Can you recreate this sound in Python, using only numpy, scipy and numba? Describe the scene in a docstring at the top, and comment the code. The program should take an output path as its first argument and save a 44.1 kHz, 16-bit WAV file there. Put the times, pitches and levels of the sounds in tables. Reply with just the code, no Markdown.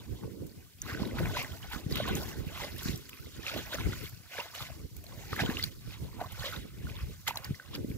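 """In a shallow muddy ditch, feet wade a few metres from a small two-port camera held in a breeze.
Water sounds are damped bubble tones, patchy noise washes of gurgle, splash and spray, and short noise slaps.
Wind is low turbulence that buffets each port on its own: rumble, flutter and single thumps.
A faint hiss lies beneath; resonances of the case colour water and hiss, and a low-pass cuts the top."""
import sys
import numpy as np
from scipy import signal
from scipy.fft import rfft, irfft, next_fast_len
from scipy.io import wavfile
from scipy.ndimage import uniform_filter1d
from numba import njit

SR = 44100
rng = np.random.default_rng(int(sys.argv[2]) if len(sys.argv) > 2 else 0)


def wav_record(signal):
    """Record a signal, one row per channel, as 16-bit PCM in the file named by sys.argv[1]."""
    frames = np.transpose(np.atleast_2d(signal))
    bounded = np.clip(frames, -1, 1)
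    # unit amplitude maps onto the largest positive 16-bit level
    quanta = np.round(bounded * 32767).astype(np.int16)
    wavfile.write(sys.argv[1], SR, quanta)


N = 351653

# relative spectrum of churned and slapped water: (frequency [Hz], level [dB])
WATER_SPECTRUM = [(300, 5), (550, -6), (1000, -4.5), (2000, 0), (4000, 2), (7500, -3.5), (8800, -13),
                  (10500, -6), (12600, -1), (15500, -4.5)]
LEAD = 4  # samples by which the left port hears the water first


def undb(db):
    """Decibel law: amplitude gain of a level in dB."""
    return 10 ** (np.asarray(db) / 20)


def level(x, db):
    """Mean-square energy: scale a signal to an rms level in dB."""
    return x * undb(db) / np.sqrt(np.mean(x ** 2))


def curves(table):
    """Linear interpolation: columns of a table joined by straight lines in time."""
    s, *columns = np.transpose(table)
    return [np.interp(np.arange(N) / SR, s, column) for column in columns]


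def colour(x, points):
    """Spectral shaping: weight each frequency by (Hz, dB) points joined on a log-frequency axis."""
    point_hz, point_db = np.transpose(points)
    size = next_fast_len(N)
    hz = np.maximum(np.arange(size // 2 + 1) * SR / size, 1)
    gain = undb(np.interp(np.log(hz), np.log(point_hz), point_db))
    return irfft(rfft(x, size) * gain, size)[..., :N]


def band(x, lo_hz, hi_hz):
    """Band limitation: a Butterworth band-pass."""
    return signal.sosfilt(signal.butter(3, [lo_hz, hi_hz], "bandpass", fs=SR, output="sos"), x)


def walk(rate_hz):
    """Random modulation: levels held for 1 / rate_hz seconds and smoothed twice; spread near 1."""
    hold = int(SR / rate_hz)
    steps = np.repeat(rng.standard_normal(N // hold + 1), hold)
    return 1.21 * uniform_filter1d(uniform_filter1d(steps, hold), hold)[:N]


def heap(floor_db, crest, peak_db, rise_s, fall_s, edge_db, power):
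    """Incoherent power sum: gain of a floor plus humps, edge_db under their crest at rise_s and fall_s."""
    t = np.arange(0, N, 64) / SR  # coarse grid, interpolated at the end
    hump_power = 0
    humps = np.broadcast(crest, peak_db, np.maximum(rise_s, .01), np.maximum(fall_s, .01))
    for at, db, rise, fall in humps:
        distance = np.abs(t - at) / np.where(t < at, rise, fall)
        hump_power = hump_power + undb(db - edge_db * distance ** power) ** 2
    return np.sqrt(np.interp(np.arange(N) / SR, t, hump_power) + undb(floor_db) ** 2)


@njit
def ring(n, s, hz, t60, rise, glide, left, right, lag):
    """Damped oscillation: tones swell over rise cycles and glide by a share; right lags by lag samples."""
    out = np.zeros((2, n + 20000))
    for g in range(len(s)):
        start = int(s[g] * SR)
        length = min(int(t60[g] * SR), 19000)
        fade = np.exp(-np.log(1000.) / (t60[g] * SR))  # 60 dB down after t60 seconds
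        size, phase = 1., 0.
        for i in range(length):
            v = size * min(phase / (2 * np.pi * rise), 1.) * np.sin(phase)
            out[0, start + i] += left[g] * v
            out[1, start + i + int(lag[g])] += right[g] * v
            phase += 2 * np.pi * hz[g] * (1 + glide * i / length) / SR
            size *= fade
    return out[:, :n]


def eddies(spectrum, lo_hz, hi_hz, lump_db, lump_hz, bed_db, count):
    """Turbulence: brief eddies strike one port each, over a lumpy noise bed unrelated between ports."""
    u = rng.random((count, 5)).T
    hz = lo_hz * (hi_hz / lo_hz) ** u[1]
    size = undb(-3.0 * np.log(u[2] + 0.038)) * np.sign(u[3] - .5)  # either polarity
    at_left = u[4] < .5
    pulses = ring(N, u[0] * N / SR, hz, 5.2 / hz, 0.53, -0.14, size * at_left, size * ~at_left, 0 * hz)
    lumps = undb(lump_db * np.array([walk(lump_hz), walk(lump_hz)]))
    bed = colour(rng.standard_normal((2, N)) * lumps, spectrum)
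    return level(level(band(pulses, 30.7, 640.0), 0) + level(bed, bed_db), 0)  # bed_db is relative to pulses


def thumps():
    """Vortex impact: single eddies thump the ports as damped low tones with random relative polarity."""
    # single eddies: (time [s], nominal peak [dB], pitch [Hz], left minus right [dB])
    thump_table = [(0.11, -36, 242, -1), (0.238, -36, 150, 5), (0.408, -37, 104, -2.5),
                   (0.845, -36, 88, -1), (0.922, -29, 99.6, 2.5), (1.002, -26, 202, -2),
                   (1.018, -30, 340, 0), (1.22, -24, 118, 2.5), (1.759, -34.5, 187, -19),
                   (1.862, -22, 152, 3), (1.895, -33, 380, 0), (1.921, -22, 149, -4), (2, -33, 91, 0.5),
                   (2.107, -25, 174, -10), (2.109, -27, 380, 0), (2.148, -25.5, 99.6, -2),
                   (2.356, -38, 380, -4), (2.39, -38, 400, -4), (2.856, -22, 161, 0), (2.892, -22, 231, -3),
                   (2.937, -27.5, 121, -6), (3.195, -36, 83, -5), (3.253, -39.5, 139, -7),
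                   (3.797, -26, 116, 0.5), (3.859, -25.5, 141, 10), (3.888, -26, 147, 6),
                   (4.132, -38, 82.6, 6), (4.843, -36, 135, -3), (5.418, -21.5, 140, -2),
                   (5.446, -23, 117, 5), (5.49, -18, 220, 2), (5.856, -38, 103, -13.5),
                   (6.253, -36, 91.5, -11), (6.844, -34, 95, -16), (7.028, -36, 121, 11),
                   (7.506, -19, 138, 0), (7.706, -37, 108, -4), (7.844, -23, 243, -1),
                   (7.9, -25.5, 154, -2)]
    headroom_db = 6.5  # a thump has faded about this far by the time it crests
    s, peak_db, hz, side_db = np.transpose(thump_table)
    size = undb(peak_db + headroom_db)
    sign_draw, lag_draw = rng.random((len(s), 2)).T
    left = size * undb(side_db / 2)
    right = size * undb(-side_db / 2) * np.sign(sign_draw - .5)
    return band(ring(N, s, hz, 3.8 / hz, 0.38, -0.011, left, right, 60 * lag_draw), 49.0, 590.0)


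def breeze():
    """Wind noise: local turbulence drives each port with rumble, quicker flutter and lone strong eddies."""
    # breeze between gusts: (time [s], rumble level [dB], flutter minus rumble [dB])
    calm_table = [(0.0, -51, -4.5), (0.26, -52, -1), (0.77, -58.5, -14), (0.86, -48, 1), (1.06, -41, 4.5),
                  (1.57, -51, -6), (2.11, -42, -1.5), (2.33, -45.5, -4.5), (3.24, -54, -8.5),
                  (3.93, -42.5, -14), (4.33, -61.5, -10.5), (5.26, -47.5, -9.5), (5.51, -45, 3),
                  (5.68, -51, -10.5), (6.88, -48, -18.5), (7.57, -58, -19), (7.79, -44.5, 1.5),
                  (7.97, -45.5, -0.5)]
    # gusts: (crest time [s], rumble level [dB], width [s], left minus right [dB], flutter minus rumble [dB])
    gust_table = [(0.129, -41.5, 0.07, -4.5, 1.5), (0.252, -41, 0.07, -2.5, 4),
                  (0.324, -46, 0.02, -20, -10), (0.424, -43, 0.12, -6.5, 1.5), (0.58, -48.5, 0.067, -1, -4),
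                  (0.753, -57, 0.028, 13, -13), (0.937, -39, 0.037, 0, -8), (1.025, -38, 0.037, -5, 5.5),
                  (1.234, -31, 0.15, 0, -12), (1.329, -43.5, 0.058, -16, -2),
                  (1.526, -39.5, 0.092, -2, -11.5), (1.773, -43.5, 0.058, -5, 0.5),
                  (1.937, -36, 0.099, -3, -0.5), (2.014, -35, 0.034, -2, -15), (2.12, -34, 0.19, -1, 0),
                  (2.301, -51, 0.03, -4, -9), (2.397, -38.5, 0.08, -9, -4.5),
                  (2.478, -35.5, 0.029, -11, -23.5), (2.749, -34.5, 0.057, 1, -8.5),
                  (2.905, -35.5, 0.11, -1, -3.5), (3.142, -46, 0.046, 0, -9),
                  (3.209, -44.5, 0.038, -10, -15), (3.264, -42, 0.035, -5, -0.5),
                  (3.331, -48, 0.024, -12, -9), (3.392, -47.5, 0.074, -4, 1), (3.569, -40, 0.061, -2, 0.5),
                  (3.753, -41, 0.028, 1, -17), (3.868, -33, 0.13, -1, -3), (4.038, -39.5, 0.044, 10, -4.5),
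                  (4.145, -44, 0.074, 4, -16), (4.395, -51, 0.067, -8, -8), (4.626, -43.5, 0.052, 1, -22),
                  (4.712, -41, 0.034, 6, -22), (4.786, -43, 0.12, -6, -7.5), (4.857, -38, 0.036, 5, -10),
                  (4.966, -45, 0.066, -6, -10), (5.166, -41, 0.12, -1, -6.5), (5.331, -33, 0.021, -1.5, -4),
                  (5.44, -34.5, 0.079, -1.5, 2), (5.633, -39, 0.15, -9, -11),
                  (5.881, -37.5, 0.063, -3, -13), (6.044, -34, 0.068, 0.5, -9.5),
                  (6.122, -47, 0.023, -8, -15), (6.186, -37.5, 0.091, -4, -10.5),
                  (6.329, -42, 0.035, -9.5, -15), (6.415, -37, 0.037, -2, -22),
                  (6.578, -35.5, 0.084, -4.5, -10), (6.653, -39.5, 0.043, -3.5, -8),
                  (6.859, -38, 0.24, 2, -10.5), (6.977, -53, 0.063, -4, -6), (7.041, -36.5, 0.03, 0, -12),
                  (7.088, -37.5, 0.096, -2, -13.5), (7.322, -50, 0.18, -12, -11),
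                  (7.513, -36, 0.074, 0, -9), (7.902, -42, 0.042, -4, -5), (7.952, -41, 0.027, -14, -6)]
    # relative spectrum of slow turbulence: (frequency [Hz], level [dB])
    rumble_spectrum = [(15, -40), (30, -21), (55, -1.5), (100, 3), (170, -4.5), (300, -27), (700, -42)]
    # relative spectrum of quicker turbulence: (frequency [Hz], level [dB])
    flutter_spectrum = [(90, -49), (180, -1), (300, 0), (430, -3), (620, -21.5), (1000, -69)]
    edge_db = 19.5  # a gust is this much weaker one width before and after its crest
    roundness = 1.05  # 1 = pointed crest, higher = flatter top with steeper flanks
    calm_db, calm_flutter_db = curves(calm_table)
    crest, gust_db, width, pan_db, gust_flutter_db = np.transpose(gust_table)

    def blow(floor_db, peak_db):
        """Port gains: the gust level is split left and right by its pan."""
        return np.array([heap(floor_db, crest, peak_db + side * pan_db / 2, width, width, edge_db, roundness)
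                         for side in (1, -1)])

    rumble = eddies(rumble_spectrum, 54.4, 164.0, 3.97, 30., 0.63, count=330)
    flutter = eddies(flutter_spectrum, 188.0, 473.0, 4.54, 40., 1.3, count=900)
    rumble = rumble * blow(calm_db, gust_db)
    flutter = flutter * blow(calm_db + calm_flutter_db, gust_db + gust_flutter_db)
    return rumble + flutter + thumps()


def hiss():
    """Stationary noise: a faint, steady, spectrally shaped hiss, unrelated at the two ports."""
    # relative spectrum of the hiss: (frequency [Hz], level [dB])
    hiss_spectrum = [(450, -45), (800, -36), (1300, -26), (2800, -7), (5300, -5.5), (7700, -4.5),
                     (10000, -5.5), (15500, -2)]
    return level(colour(rng.standard_normal((2, N)), hiss_spectrum), -61)  # dB rms before the case resonates


def spread(x, loose):
    """Partial coherence: the left port leads, and a share of the right port's power is unrelated."""
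    loose = np.clip(loose, 0, 1)
    right = np.sqrt(1 - loose) * np.roll(x[0], LEAD) + np.sqrt(loose) * x[1]
    return np.array([x[0], right])


def swarm(lo_hz, hi_hz, cycles, scatter_db, wash_db, loose, patchy_db, patchy_hz, count):
    """Bubble resonance: many small bubbles of scattered size over a patchy wash too dense to resolve."""
    u = rng.random((count, 6)).T
    hz = lo_hz * (hi_hz / lo_hz) ** u[1]
    t60 = cycles * (0.15 + 3.82 * u[5]) / hz
    size = undb(-scatter_db * np.log(u[2] + 0.034))  # many small, few large, none huge
    pan = undb(10.7 * (u[3] - .5))
    lag = np.maximum(LEAD + 8.0 * (u[4] - .5) + .5, 0)  # the water lies over a range of directions
    bubbles = ring(N, u[0] * N / SR, hz, t60, 0.48, 0.518, size * pan, size / pan, lag)
    edges = np.geomspace(lo_hz, hi_hz, 5)
    wash = 0
    for low, high in zip(edges, edges[1:]):
        patches = undb(patchy_db * walk(patchy_hz))
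        wash = wash + patches * band(spread(rng.standard_normal((2, N)), loose), low, high)
    mix = level(bubbles, 0) + level(wash, wash_db)  # wash_db is relative to the bubbles
    return level(colour(mix, WATER_SPECTRUM), 0)


def wading():
    """Bubble-cloud noise: low gurgle, splash and fine spray, stirred up by the same steps."""
    # stirred water between sloshes:
    # (time [s], splash level [dB], gurgle minus splash [dB], spray minus splash [dB]), before surge and balance
    lap_table = [(0, -63.5, -2.5, 0.5), (.55, -66.5, -5, 3), (.78, -68, -17, 0), (.95, -61.5, -5, -2),
                 (1.55, -63, 1, 7), (2.4, -86.5, 0, 13), (3.05, -61.5, -14, 3), (3.35, -59, -17, 2.5),
                 (4, -56.5, -14, 5), (4.22, -65, -15, 5.5), (4.7, -57.5, 1, 0.5), (4.9, -70, -20, 6.5),
                 (5.08, -64.5, 7.5, 3), (5.63, -53.5, -27, 0), (5.77, -77, -10, 16), (6.05, -61.5, 2, -1),
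                 (6.73, -62.5, -13, -2.5), (7.2, -64, -13, 4.5), (7.6, -60.5, -7, -3), (7.97, -61, -9, 0)]
    # sloshes of churned water: (crest time [s], splash level [dB], swell [s], fade [s],
    # gurgle minus splash [dB], spray minus splash [dB]), before surge and balance
    slosh_table = [(0.235, -65, 0.087, 0.055, 9.5, -9), (0.89, -42, 0.075, .25, -10, -5.5),
                   (1.02, -48, .1, 0.26, 4, -3.5), (1.19, -39, .04, 0.055, 0, -7.5),
                   (1.26, -43, 0.092, 0.18, -1.5, -8.5), (1.375, -38, 0.15, 0.17, -4.5, -4),
                   (1.64, -49.5, .06, 0.085, -1, -17), (1.734, -41, 0.057, 0.13, -4, -2.5),
                   (1.92, -50.5, 0.054, 0.14, -6, 4.5), (1.984, -35, 0.09, 0.12, -12.5, -11),
                   (2.08, -37.5, 0.062, 0.092, -0.5, -8.5), (2.17, -42.5, 0.065, 0.19, -2, -0.5),
                   (2.29, -46.5, 0.074, 0.19, -6.5, 0.5), (2.62, -40.5, 0.2, .14, -3, -4),
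                   (2.885, -43.5, 0.35, 0.13, -11.5, 1.5), (3.135, -53.5, .05, 0.16, -35.5, -16),
                   (3.47, -40.5, 0.055, 0.49, -9.5, -5.5), (3.58, -42, 0.28, 0.095, -13, -8),
                   (3.741, -33.5, 0.041, 0.043, -6, -7), (3.8, -42, 0.041, 0.24, -8, -7),
                   (3.93, -53, 0.13, 0.07, -0.5, -7), (4.058, -46, 0.1, 0.058, -21, -3),
                   (4.34, -45.5, 0.067, .1, -13, -2.5), (4.4, -40.5, 0.095, 0.11, -1.5, -4),
                   (4.56, -43, .04, 0.07, -14, -2.5), (4.62, -41.5, 0.11, 0.089, -9.5, -3),
                   (5.26, -55, 0.48, 0.22, -3.5, 0), (5.34, -43, 0.14, 0.16, -13, -5.5),
                   (5.401, -31.5, 0.026, 0.12, -4.5, -8.5), (5.51, -44, 0.12, 0.12, -3, -7),
                   (5.585, -42.5, 0.12, 0.14, -18, -4), (5.64, -50, 0.041, 0.052, -22, 4),
                   (5.94, -48, 0.15, 0.059, -11, -5.5), (6.21, -49, 0.036, 0.081, 10.5, -8),
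                   (6.46, -39.5, 0.2, 0.11, -6.5, -3.5), (6.54, -41.5, .1, 0.1, -11.5, -5.5),
                   (6.89, -52, 0.086, 0.3, -5, -6), (7.01, -51.5, 0.12, 0.13, -20, -7),
                   (7.281, -28.5, 0.015, 0.033, -18.5, -5.5), (7.37, -45, .04, .05, 1.5, -6.5),
                   (7.455, -48, 0.093, 0.066, -7.5, -5), (7.55, -58, 0.021, 0.091, -16, 3.5),
                   (7.68, -56, 0.11, 0.079, -7, -22), (7.75, -47, 0.054, 0.057, -9, -5),
                   (7.92, -61.5, 0.11, 0.14, -20, 5)]
    swell_db = 20  # a slosh rises by this much over its swell and sinks by as much over its fade
    roundness = 0.87  # 1 = pointed crest, higher = flatter top with steeper flanks
    lap_db, lap_gurgle_db, lap_spray_db = curves(lap_table)
    crest, slosh_db, swell, fade, gurgle_db, spray_db = np.transpose(slosh_table)

    def stir(floor_db, peak_db):
        """Amplitude envelope: sloshes rise out of the lapping floor."""
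        return heap(floor_db, crest, peak_db, swell, fade, swell_db, roundness)

    surge = undb(0.43 * walk(30) + 1.01 * walk(130))  # each slop of water lifts all bubble sizes together
    gurgle = swarm(492.4, 1084.0, 13.8, 0.77, -5.0, 0.42, 6.6, 35., count=900)
    splash = swarm(989.0, 4090.0, 23.5, 5.1, 1.0, 0.21, 4.8, 45., count=3600)
    spray = swarm(4140.0, 16660.0, 24.0, 3.3, 5.8, 1.0, 2.7, 60., count=5000)
    gurgle = gurgle * stir(lap_db + lap_gurgle_db, slosh_db + gurgle_db)
    splash = splash * stir(lap_db, slosh_db)
    spray = spray * stir(lap_db + lap_spray_db, slosh_db + spray_db)
    return surge * (gurgle + splash + spray)


def slaps():
    """Impact noise: a slap on the surface throws a burst that builds in a few ms and dies quickly."""
    # slaps: (time [s], spray drive before the envelope [dB], body minus spray [dB])
    slap_table = [(0.465, -35.5, -20), (0.816, -25.5, -17), (0.9343, -36, -8), (1.4237, -26, -17),
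                  (1.6976, -35, -18), (1.9091, -29, -11), (1.955, -26, 2), (1.97, -32, 6),
                  (2.082, -28.5, -9), (2.151, -26, -10), (2.2295, -26.5, -7), (2.779, -37, -14),
                  (2.8304, -29, -13), (2.9582, -30, -23), (2.974, -31, -27), (3.09, -35, -4),
                  (3.731, -36.5, -2), (4.09, -31.5, -16), (4.548, -37.5, 5), (4.9637, -36, -25.5),
                  (5.038, -36, -12), (5.3586, -24, -5), (5.4, -35, 5), (5.589, -29.5, -3),
                  (5.6364, -25, -4), (6.212, -42, 3), (6.3195, -28.5, -17), (7.2754, -23.5, 5),
                  (7.356, -40, -14), (7.371, -25, -6), (7.446, -29.5, -8), (7.753, -37, 5),
                  (7.895, -39, -6)]
    rise_s, t60_s = 0.0047, 0.023
    body, mist = np.zeros((2, N))
    t = np.arange(3000) / SR
    burst = np.minimum(t / rise_s, 1) * np.exp(-np.log(1000) * t / t60_s)
    for s, db, body_db in slap_table:
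        at = int(s * SR)
        mist[at:at + len(t)] += undb(db) * burst
        body[at:at + len(t)] += undb(db + body_db) * burst
    noise = colour(spread(rng.standard_normal((2, N)), 1.0), WATER_SPECTRUM) * undb(4.1 * walk(400))
    body_noise = level(band(noise, 900., 3700.0), 0)
    mist_noise = level(band(noise, 7600.0, .45 * SR), 0)
    return body * body_noise + mist * mist_noise


def plops():
    """Bubble resonance: each large bubble or droplet rings briefly and glides up in pitch."""
    # large bubbles and droplets: (time [s], tone amplitude before rise, fade and balance [dB], pitch [Hz])
    plop_table = [(0.818, -19.5, 6360), (0.864, -31, 1190), (0.895, -33, 1540), (0.947, -26, 1570),
                  (0.973, -32, 1510), (1.033, -29.5, 990), (1.054, -31.5, 3770), (1.111, -35.5, 2040),
                  (1.185, -25, 1430), (1.185, -27.5, 1980), (1.205, -23, 537), (1.231, -31.5, 1460),
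                  (1.256, -28.5, 1600), (1.257, -27, 2300), (1.298, -32, 1510), (1.35, -28, 1500),
                  (1.366, -27, 2030), (1.369, -19, 985), (1.446, -29, 1950), (1.733, -28, 1440),
                  (1.748, -30, 1440), (1.924, -23, 4540), (1.956, -24, 3800), (1.97, -20, 3120),
                  (2.001, -16, 594), (2.042, -28, 1840), (2.054, -28, 1150), (2.086, -29, 2880),
                  (2.093, -26.5, 1520), (2.153, -23.5, 6500), (2.234, -30, 5060), (2.576, -32, 2730),
                  (2.611, -32, 2100), (2.636, -27, 2020), (2.885, -25.5, 3970), (2.959, -31, 5670),
                  (3.131, -32.5, 2580), (3.466, -20, 2650), (3.48, -22.5, 2400), (3.537, -27.5, 626),
                  (3.562, -25, 620), (3.732, -26, 1530), (3.745, -25, 5970), (3.785, -26, 1360),
                  (3.811, -29, 2280), (3.932, -28.5, 1426), (4.381, -25, 1670), (4.385, -26, 514),
                  (4.561, -34, 2720), (4.605, -30.5, 1230), (4.625, -26.5, 3600), (4.7, -34.5, 650),
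                  (5.04, -42, 620), (5.066, -35.5, 4280), (5.19, -40, 520), (5.235, -40, 800),
                  (5.331, -21, 1230), (5.329, -27, 1870), (5.364, -25, 1740), (5.392, -21, 2170),
                  (5.396, -27, 775), (5.407, -25, 5250), (5.437, -38, 516), (5.461, -22.5, 3100),
                  (5.499, -25, 1650), (5.57, -20, 2780), (5.589, -30, 5200), (5.596, -24, 2020),
                  (5.627, -18, 4700), (5.636, -20, 3500), (5.64, -13, 4370), (5.908, -37.5, 2500),
                  (6.192, -35, 937), (6.213, -19, 720), (6.328, -40.5, 3160), (6.396, -28.5, 4260),
                  (6.432, -36, 1780), (6.44, -27.5, 550), (6.445, -32, 2240), (6.525, -29, 1410),
                  (6.869, -34, 1430), (6.898, -34, 2430), (6.966, -32, 3480), (7.276, -24, 3280),
                  (7.277, -22.5, 1530), (7.281, -23, 7150), (7.285, -22.5, 860), (7.308, -21.5, 940),
                  (7.357, -29, 900), (7.358, -28, 6030), (7.372, -20, 4030), (7.445, -25.5, 4800),
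                  (7.342, -38, 880), (7.545, -34, 1980), (7.598, -31, 1540), (7.734, -38.5, 1070),
                  (7.751, -24, 4810), (7.915, -38, 2290)]
    s, size_db, hz = np.transpose(plop_table)
    size = undb(size_db)
    lag = np.maximum(LEAD + 3.9 * (rng.random(len(s)) - .5), 0)
    t60 = 0.019 * (hz / 1000) ** -0.5  # seconds; smaller, higher bubbles die sooner
    return ring(N, s, hz, t60, 1.56, 0.027, size, size, lag)


def case(air):
    """Cavity resonance: narrow peaks of the case add to the sound that reaches it."""
    # cavities of the case: (frequency [Hz], width [Hz], added resonance [dB])
    cavity_table = [(1496, 22.6, 2), (2052, 16, 0.5)]
    for hz, width, db in cavity_table:
        air = air + undb(db) * signal.lfilter(*signal.iirpeak(hz, hz / width, fs=SR), air)
    return air


def scene():
    """Superposition: water, louder at the right port, and hiss pass the case; wind acts at the ports."""
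    water = (wading() + plops() + slaps()) * undb([[-.7], [.7]])
    return case(water + hiss()) + breeze()


def record(dry):
    """Low-pass filtering: the camera cuts the top above 15.6 kHz."""
    return signal.sosfilt(signal.ellip(10, .2, 60, 15600, fs=SR, output="sos"), dry)


dry = scene()
out = record(dry)
wav_record(out)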